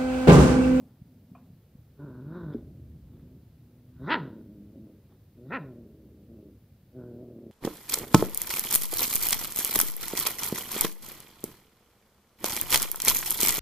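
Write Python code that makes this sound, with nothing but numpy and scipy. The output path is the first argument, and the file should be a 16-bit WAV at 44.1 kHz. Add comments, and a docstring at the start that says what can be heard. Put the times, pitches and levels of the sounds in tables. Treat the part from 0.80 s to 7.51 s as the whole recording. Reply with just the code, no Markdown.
"""Two puppies growl as they wrestle on a blanket on a concrete floor, a metre away.
Uneven vocal-fold pulses buzz through a nearly shut mouth, lift into a snarl through bared teeth
and twice burst into a short arched bark as the jaw snaps open. Paws thump, bodies scuffle and
something light clacks; a bare room answers, over a low outdoor rumble and microphone hiss."""
import sys
import numpy as np
from scipy import signal
from scipy.fft import rfft, irfft
from scipy.io import wavfile
from scipy.ndimage import uniform_filter1d

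SR = 44100
rng = np.random.default_rng(int(sys.argv[2]) if len(sys.argv) > 2 else 0)


def materialize(psi):
    """Save the field psi as 16-bit PCM at rate SR to the path in sys.argv[1].

    A 1-D psi becomes a single channel; in a 2-D psi each row is a channel.
    """
    bounded = np.clip(np.atleast_2d(psi).T, -1, 1)
    quanta = np.round(bounded * 32767).astype(np.int16)
    wavfile.write(sys.argv[1], SR, quanta)


N = 295994
TIME = np.arange(N) / SR

# growls, one a breath: start_s, end_s, first_hz, last_hz, first_roughness, level_db, change_db, opening_db
GROWLS = [(1.79, 2.199, 104.3, 112.4, .8, -51.5, -10, -4.5),
          (2.291, 2.548, 116, 125.7, 1.06, -56.5, 1, -6.5),
          (2.759, 3.15, 121, 123.4, .25, -63.5, 6.5, -10.5),
          (3.208, 3.597, 122.4, 106.2, 0.27, -47, -1.5, -2.5),
          (3.658, 3.881, 104, 102.1, 0.22, -48, -2.5, -8.5), (3.94, 4.1, 109, 104.6, 0.38, -47.5, -2, -6),
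          (4.31, 4.323, 105, 104.9, .9, -65, -2.5, -1.5), (4.579, 5.0, 119.8, 113, .25, -54.5, 4, 0),
          (5.05, 5.419, 109.4, 102.1, .5, -55.5, -4, -1), (5.489, 5.669, 116.8, 102.9, .25, -53, 0, -0.5),
          (5.855, 6.036, 115.4, 112.1, .3, -75, 1.5, -7), (6.159, 6.714, 125.3, 111.3, 0.2, -48, -2.5, 1.5)]
# the long snarl: time_s, pitch_hz, level_db, opening_db, teeth_db
SNARL = [(1.195, 141.5, -56.5, 7.5, -63), (1.233, 147.9, -50.5, 2.5, -60), (1.321, 122.6, -50.5, -2, -63),
         (1.373, 130.7, -48.5, -6, -62.5), (1.437, 135.8, -49.5, -4, -68), (1.563, 181.7, -48, 6, -52.5),
         (1.627, 168.8, -49, 5.5, -56), (1.665, 156.4, -47, -1, -60.5), (1.72, 146.6, -50, 5.5, -58.5)]
# brief flashes of the teeth: time_s, teeth_db, lip_curl_db
TEETH_FLASHES = [(3.295, -42, -53.5), (4.72, -60.5, -66), (6.21, -64, -94)]
# barks: peak_s, half_length_s, top_pitch_hz, roughness, level_db, turbulence_db, effort_flatness
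BARKS = [(3.328, .054, 326.1, .5, -22.5, -9, 1.81), (4.748, .046, 272.5, 0.2, -31.5, -11, 3.1)]
# faint grumbles before the tussle: start_s, end_s, level_db
GRUMBLES = [(0, 0.03, -49.5), (0.26, 0.41, -59), (0.49, .68, -57.5)]
# EQ of the nearly shut mouth, the tooth gap, curled lips and each bark's open mouth: freq_hz, gain_db
SHUT_MOUTH_EQ = [(60, -23.5), (120, -6.5), (225, 6.5), (350, 3.5), (490, -8.5), (605, -12.5), (720, -25.5),
                 (900, -35), (1400, -41), (3000, -67)]
TEETH_EQ = [(500, -36.5), (750, -9), (1000, 4.5), (1230, -1.5), (1490, 5.5), (1700, -12), (2100, -25.5),
            (3000, -34), (6500, -56.5)]
LIP_CURL_EQ = [(1300, -31.5), (1900, 3.5), (2300, -18.5), (3000, -19.5), (3750, -1.5), (4400, -18),
               (5100, -22), (6200, -26.5), (7500, -53.5)]
OPEN_MOUTH_EQS = [
    [(120, -13), (310, -1.5), (640, -11), (780, -8), (960, 5.5), (1150, -10), (1350, 0.5), (1620, -6),
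     (1880, 0), (2200, -10.5), (2800, -7), (3950, -12.5), (5000, -23.5), (6200, -42.5)],
    [(120, -12.5), (260, -1), (530, -4), (780, -7.5), (1000, 1), (1170, -12.5), (1370, 1.5), (1620, -9),
     (1880, 0), (2150, -11.5), (2550, -5), (3200, -25.5), (4200, -26.5), (5200, -40), (6500, -41)],
]
# soft paw thumps: time_s, level_db, pitch_hz
PAW_THUMPS = [(.027, -63, 208), (0.221, -35.5, 139), (0.519, -36.5, 180), (.705, -39.5, 165),
              (0.735, -44, 126), (0.956, -38, 165), (0.994, -42, 110)]
# modes of a hollow bump on the floor and of a light clack: freq_hz, gain_db, t60_s
BUMP_MODES = [(230.7, -1, 0.14), (310, 2, 0.05), (350, -10.5, 0.2), (418, -3.5, 0.1)]
CLACK_MODES = [(692, -2.5, 0.096), (765, -6, 0.061), (1046, -7, 0.069), (2440, -14.5, 0.079)]
# bodies shoving and fur brushing the blanket: peak_s, level_db, half_width_s
SHOVES = [(1.01, -64, 0.046), (1.95, -49, 0.56), (3.21, -52, .06), (3.75, -61.5, 0.34), (5.3, -61.5, 0.51),
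          (6.3, -65, 0.21)]
BRUSHES = [(0.127, -77, 0.063), (1.733, -54.5, 0.011), (1.781, -65, 0.024), (2.345, -77, 0.11),
           (4.32, -76, 0.042)]
# EQ of the shoves, the cloth, the outdoor air and the hiss: freq_hz, gain_db
SHOVE_EQ = [(20, -46.5), (28, -37), (37, -14.5), (62, -4.5), (75, 2), (92, -4.5), (160, -4.5), (250, -21.5),
            (1000, -63)]
CLOTH_EQ = [(300, -35), (800, 19.5), (2000, 6), (2800, -8), (3600, 10), (4400, -18), (5100, 1), (6200, -34)]
AIR_EQ = [(59, -30), (100, 4), (242, -10), (402, -18.5), (497, -18), (595, -23), (973, -32), (5000, -43),
          (6500, -79), (11000, -120)]
HISS_EQ = [(1500, -11), (4000, -7.5), (5500, -9.5), (7500, -13), (9500, -11.5), (12000, -6), (14000, -5),
           (15300, -2.5)]

BUMP, CLACK = (1.7455, -26.5), (.549, -47)  # time_s, level_db
SNARL_START_S, SNARL_END_S, SNARL_ATTACK_DB_PER_S = SNARL[0][0], SNARL[-1][0], 800


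def growl(pulses, puffs, hz, rough, opening_db, chest_hz=152, weak_db=-56, flutter_db=2):
    """Chest, throat and muzzle pass the low harmonics; bared teeth let a raspy upper band out."""
    throat = growl_drive()
    # the chest booms most when the pitch meets its resonance
    chest = throat * undb(12 - 38 * np.abs(np.log2(hz / chest_hz)))
    muzzle = throat * undb(opening_db)
    # a weakly driven muzzle is breathy; a firmly driven one rings at its upper resonance
    weak = 1 / (1 + (muzzle / undb(weak_db)) ** 2)
    rasp = 0.72 * rough * colour(puffs, [(120, -5), (300, 5), (600, 9.5)])
    breath = weak * colour(puffs, [(200, -20.5), (330, -2), (480, -4)])
    ring = undb(3) * (1 - weak) * butter(pulses, (570, 680), "band", order=1)
    muffled = butter(colour(pulses + ring + rasp + breath, SHUT_MOUTH_EQ), 75, "high")
    registers = split(muffled, 180, 290)
    body = sum(even(band) * gain for band, gain in zip(registers, (chest, throat, muzzle)))
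    # loose lips and throat flutter when the voice is rough
    flutter = undb(flutter_db * rough * wander(45))
    return (undb(-1.16) * body + undb(0.37) * snarl(pulses + puffs)) * flutter


def growl_drive(strain_db=2.5):
    """Gain of the growling voice: it swells around a bark and ducks under the bark itself."""
    gain = undb(curve(SNARL, column=2)) * held(SNARL_START_S, SNARL_END_S, SNARL_ATTACK_DB_PER_S)
    for start, end, _, _, _, db, change_db, _ in GROWLS:
        ramp = undb(curve([(start, db), (end, db + change_db)]))
        gain = np.maximum(gain, ramp * held(start, end))
    for s, half, *_ in BARKS:
        gain = gain * undb(strain_db * strain(s)) * (1 - arch(s, half))
    return gain


def snarl(buzz, curl_db_per_s=20):
    """Buzz escapes between the teeth; lips curling further add two bright resonances."""
    gate = held(SNARL_START_S, SNARL_END_S, SNARL_ATTACK_DB_PER_S, release_db_per_s=261)
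    teeth = undb(curve(SNARL, column=4)) * gate
    curl = teeth * undb(-14 - curl_db_per_s * np.maximum(SNARL_END_S - TIME, 0))
    for s, teeth_db, curl_db in TEETH_FLASHES:
        flash = held(s, s, attack_db_per_s=270, release_db_per_s=116)
        teeth = teeth + undb(teeth_db) * flash
        curl = curl + undb(curl_db) * flash
    return even(colour(buzz, TEETH_EQ)) * teeth + even(colour(buzz, LIP_CURL_EQ)) * curl


def barks(pulses, puffs, fall_ratio=0.81, jaw_share=0.59, gate_db_per_s=1600, jaw_db_per_s=1298.5):
    """With effort the lows barely grow and the mids follow; the top flares while the jaw is wide open."""
    out = 0
    turbulence = colour(puffs, [(300, 0.5), (900, -6.5), (1600, 9.5), (3500, 4)])
    for (s, half, _, _, db, turbulence_db, flatness), mouth in zip(BARKS, OPEN_MOUTH_EQS):
        width_s = np.where(TIME < s, half, fall_ratio * half)
        effort_db = -18.5 * np.abs((TIME - s) / width_s) ** flatness
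        gate = held(s - half, s + half, gate_db_per_s, gate_db_per_s)
        jaw = held(s - jaw_share * half, s + jaw_share * half, jaw_db_per_s, jaw_db_per_s)
        voice = colour(pulses + undb(turbulence_db) * turbulence, mouth)
        voice = even(butter(butter(voice, 110, "high"), 4700, "low"), size=700)
        low, mid, top = split(voice, 720, 2200, order=5)
        bark = low * undb(0.19 * effort_db) + mid * undb(effort_db) + top * jaw * undb(1.8 * effort_db)
        out = out + undb(db) * gate * bark
    return out


def grumble(pulses, puffs):
    """With the lips shut only the throat's resonance sounds."""
    throat_eq = [(100, -23), (180, 1), (250, 2), (330, -19), (600, -23.5), (2000, -50)]
    envelope = sum(undb(db) * held(start, end) for start, end, db in GRUMBLES)
    return even(colour(pulses + 1.74 * puffs, throat_eq)) * envelope


def larynx(hz, rough, jitter=.1, shimmer_db=5, limp=0.71):
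    """Vocal-fold pulses, uneven in time and size when rough, and the puff of air after each one."""
    slack = np.minimum(130 / hz, 1) ** 2  # slow folds wander more than taut ones
    step = hz * (1 + jitter * rough * slack * wander(170)) / SR
    cycles = np.cumsum(step)
    phase = cycles % 1
    closures = np.flatnonzero(np.diff(np.floor(cycles[:-2]))) + 1
    size = undb(shimmer_db * rough[closures] * noise()[:len(closures)]) / np.sqrt(step[closures])
    # rough folds limp in groups of three, which puts lines between the harmonics
    triplet = np.cos(2 * np.pi * np.arange(len(closures)) / 3)
    size *= 1 + limp * rough[closures] * triplet
    late = phase[closures] / step[closures]  # each pulse falls between two samples
    pulses = np.zeros(N)
    pulses[closures - 1] += size * late
    pulses[closures] += size * (1 - late)
    return pulses, unit(np.exp(-phase) * noise())


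def phrasing(grumble_hz=125.13, grumble_rough=.6, snarl_rough=.3, rough_per_octave=1.8):
    """Pitch, roughness and mouth opening glide from phrase to phrase; each bark throws the pitch up."""
    keys = [(s, grumble_hz, grumble_rough, 0) for start, end, _ in GRUMBLES for s in (start, end)]
    keys += [(s, hz, snarl_rough, opening_db) for s, hz, _, opening_db, _ in SNARL]
    for start, end, first_hz, last_hz, rough, _, _, opening_db in GROWLS:
        last_rough = rough + rough_per_octave * np.log2(first_hz / last_hz)  # sagging folds grow rough
        keys += [(start, first_hz, rough, opening_db), (end, last_hz, last_rough, opening_db)]
    hz, rough, opening_db = (curve(sorted(keys), column=k) for k in (1, 2, 3))
    for s, half, top_hz, bark_rough, *_ in BARKS:
        hz += (top_hz - hz) * (.75 * arch(s, half) + .25 * strain(s))
        rough *= 1 - 0.67 * strain(s)  # tension cleans up the tone
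        rough += (bark_rough - rough) * arch(s, half)
    return hz, np.clip(rough, 0, 1), opening_db


def arch(peak_s, half_s, flatness=2.2):
    """The quick tightening of the folds in a bark, 0-1."""
    return np.exp(-np.abs((TIME - peak_s) / (.8 * half_s)) ** flatness)


def strain(peak_s, build_s=.085, relax_s=0.13):
    """The slower tension around a bark, 0-1."""
    return np.exp(-((TIME - peak_s) / np.where(TIME < peak_s, build_s, relax_s)) ** 2)


def paw_thumps(width_cycles=0.56):
    """A padded paw pushes once and lets go: little more than one low cycle."""
    out = np.zeros(N)
    for s, db, hz in PAW_THUMPS:
        cycles = (TIME - s) * hz
        out -= undb(db) * np.sin(2 * np.pi * cycles) * np.exp(-(cycles / width_cycles) ** 2)
    return out


def knock(event, modes, contact_hz):
    """One blow rings damped modes of alternating polarity; a softer contact has less treble."""
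    s, level_db = event
    age = np.clip(TIME - s, 0, 1)
    ring = sum((-1) ** k * undb(db) * np.sin(2 * np.pi * hz * age) * decay(age, t60)
               for k, (hz, db, t60) in enumerate(modes))
    return undb(level_db) * butter(ring, contact_hz, "low")


def clack():
    """Something light is knocked further off: it rings and rattles briefly."""
    s, level_db = CLACK
    rattle_eq = [(400, -18), (730, 14), (950, 13), (1150, 14.5), (1700, -4), (2100, -13), (2500, 3),
                 (3500, -23), (7000, -38)]
    burst = noise() * (TIME > s) * decay(np.abs(TIME - s), t60_s=0.22)
    rattle = undb(level_db - 7) * colour(burst, rattle_eq)
    return scatter(knock(CLACK, CLACK_MODES, contact_hz=3200)) + rattle


def scuffle(stir_db=-64):
    """Bodies shove dully over a constant stir, and fur brushes the cloth in grainy strokes."""
    shove = even(colour(noise(), SHOVE_EQ), size=6000)
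    cloth = unit(colour(noise() * undb(4.6 * wander(200)), CLOTH_EQ))
    return shove * (undb(stir_db) + swells(SHOVES)) + cloth * swells(BRUSHES)


def scatter(x, bounce=0.33):
    """Floor and bodies smear each pulse over a few milliseconds: three all-pass stages."""
    for lag in (23, 41, 67):
        taps = np.zeros(lag + 1)
        taps[0], taps[lag] = 1, bounce
        x = signal.lfilter(taps[::-1], taps, x)
    return x


def room(x, low_t60_s=0.42, treble_t60_s=0.38, predelay_s=.006, slap_s=0.06):
    """Bare walls: a short tail whose treble dies first, and one slap from the far side."""
    age = TIME[:SR]
    reflections = noise()[:SR] * (age > predelay_s)
    dull = lows(reflections, 2000, order=2)
    tail = dull * decay(age, low_t60_s) + (reflections - dull) * decay(age, treble_t60_s)
    tail *= undb(-13) / np.sqrt(np.sum(tail ** 2))
    tail[int(slap_s * SR)] += undb(-23)
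    wall_eq = [(100, -0.5), (500, 4.5), (2000, -7.5), (5000, -3), (9000, -14)]
    return x + colour(signal.fftconvolve(x, tail)[:N], wall_eq)


def background(air_db=-58, hiss_db=-73):
    """A gently swelling bed of outdoor air, and hiss with some stereo width."""
    air = unit(colour(noise(), [(30, -30)] + list(AIR_EQ))) * undb(air_db + 0.32 * wander(1))
    mid = unit(colour(noise(), HISS_EQ))
    side = unit(colour(noise(), [(1000, 0), (7000, -5), (15000, -3.5)]))
    return air + undb(hiss_db) * (mid + undb(-4) * side * np.array([[1], [-1]]))


def held(start_s, end_s, attack_db_per_s=400.5, release_db_per_s=136):
    """Gain 1 from start to end, with an attack before and a release after."""
    before, after = np.maximum(start_s - TIME, 0), np.maximum(TIME - end_s, 0)
    return undb(-attack_db_per_s * before - release_db_per_s * after)


def swells(rows):
    """A bell-shaped swell of gain for each row."""
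    return sum(undb(db) * np.exp(-((TIME - s) / width_s) ** 2) for s, db, width_s in rows)


def decay(age_s, t60_s):
    """A fade of 60 dB every t60_s."""
    return np.exp(-np.log(1000) * age_s / t60_s)


def curve(rows, column=1):
    """One column of a table as an automation curve."""
    rows = np.array(rows)
    return np.interp(TIME, rows[:, 0], rows[:, column])


def undb(db):
    """Decibels to gain."""
    return 10 ** (np.asarray(db) / 20)


def unit(x):
    """Scale to rms 1."""
    return x / np.sqrt(np.mean(x ** 2))


def even(x, size=1900):
    """Hold the running rms at 1."""
    power = uniform_filter1d(uniform_filter1d(x ** 2, size), size // 2)
    return x / np.sqrt(np.abs(power) + 1e-12)


def noise():
    """White noise."""
    return rng.standard_normal(N)


def wander(rate_hz):
    """Smooth random modulation with rms 1."""
    hold = int(SR / rate_hz)
    return unit(uniform_filter1d(noise()[np.arange(N) // hold], hold))


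def colour(x, points, size=4096):
    """Minimum-phase EQ through (freq_hz, gain_db) points, built from the cepstrum."""
    hz, db = np.transpose(points)
    bin_hz = np.arange(size // 2 + 1) * SR / size
    gain = undb(np.interp(np.log(bin_hz + 1), np.log(hz), db))
    cepstrum = irfft(np.log(gain))
    cepstrum[1:size // 2] *= 2
    cepstrum[size // 2 + 1:] = 0
    return signal.fftconvolve(x, irfft(np.exp(rfft(cepstrum))))[:N]


def butter(x, hz, kind, order=4):
    """Causal low-, high- or band-pass."""
    return signal.sosfilt(signal.butter(order, hz, kind, fs=SR, output="sos"), x)


def lows(x, hz, order):
    """Zero-phase low-pass."""
    return signal.sosfiltfilt(signal.butter(order, hz, fs=SR, output="sos"), x)


def split(x, low_hz, high_hz, order=8):
    """Crossover into three bands that add up to the whole."""
    low, below_top = lows(x, low_hz, order), lows(x, high_hz, order)
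    return low, below_top - low, x - below_top


def scene():
    """Voice, clack and scuffle in the room; paw thumps and bump stay dry; air and hiss underneath."""
    hz, rough, opening_db = phrasing()
    pulses, puffs = larynx(hz, rough)
    voice = grumble(pulses, puffs) + growl(pulses, puffs, hz, rough, opening_db) + barks(pulses, puffs)
    floor = paw_thumps() + knock(BUMP, BUMP_MODES, contact_hz=607.4)
    return room(scatter(voice) + clack() + scuffle()) + floor + background()


def record(dry):
    """Roll off the deepest rumble and cut the top steeply."""
    high_cut = signal.ellip(10, .2, 70, 15550, fs=SR, output="sos")
    return signal.sosfilt(high_cut, butter(dry, 29, "high", order=3))


dry = scene()
out = record(dry)
materialize(out)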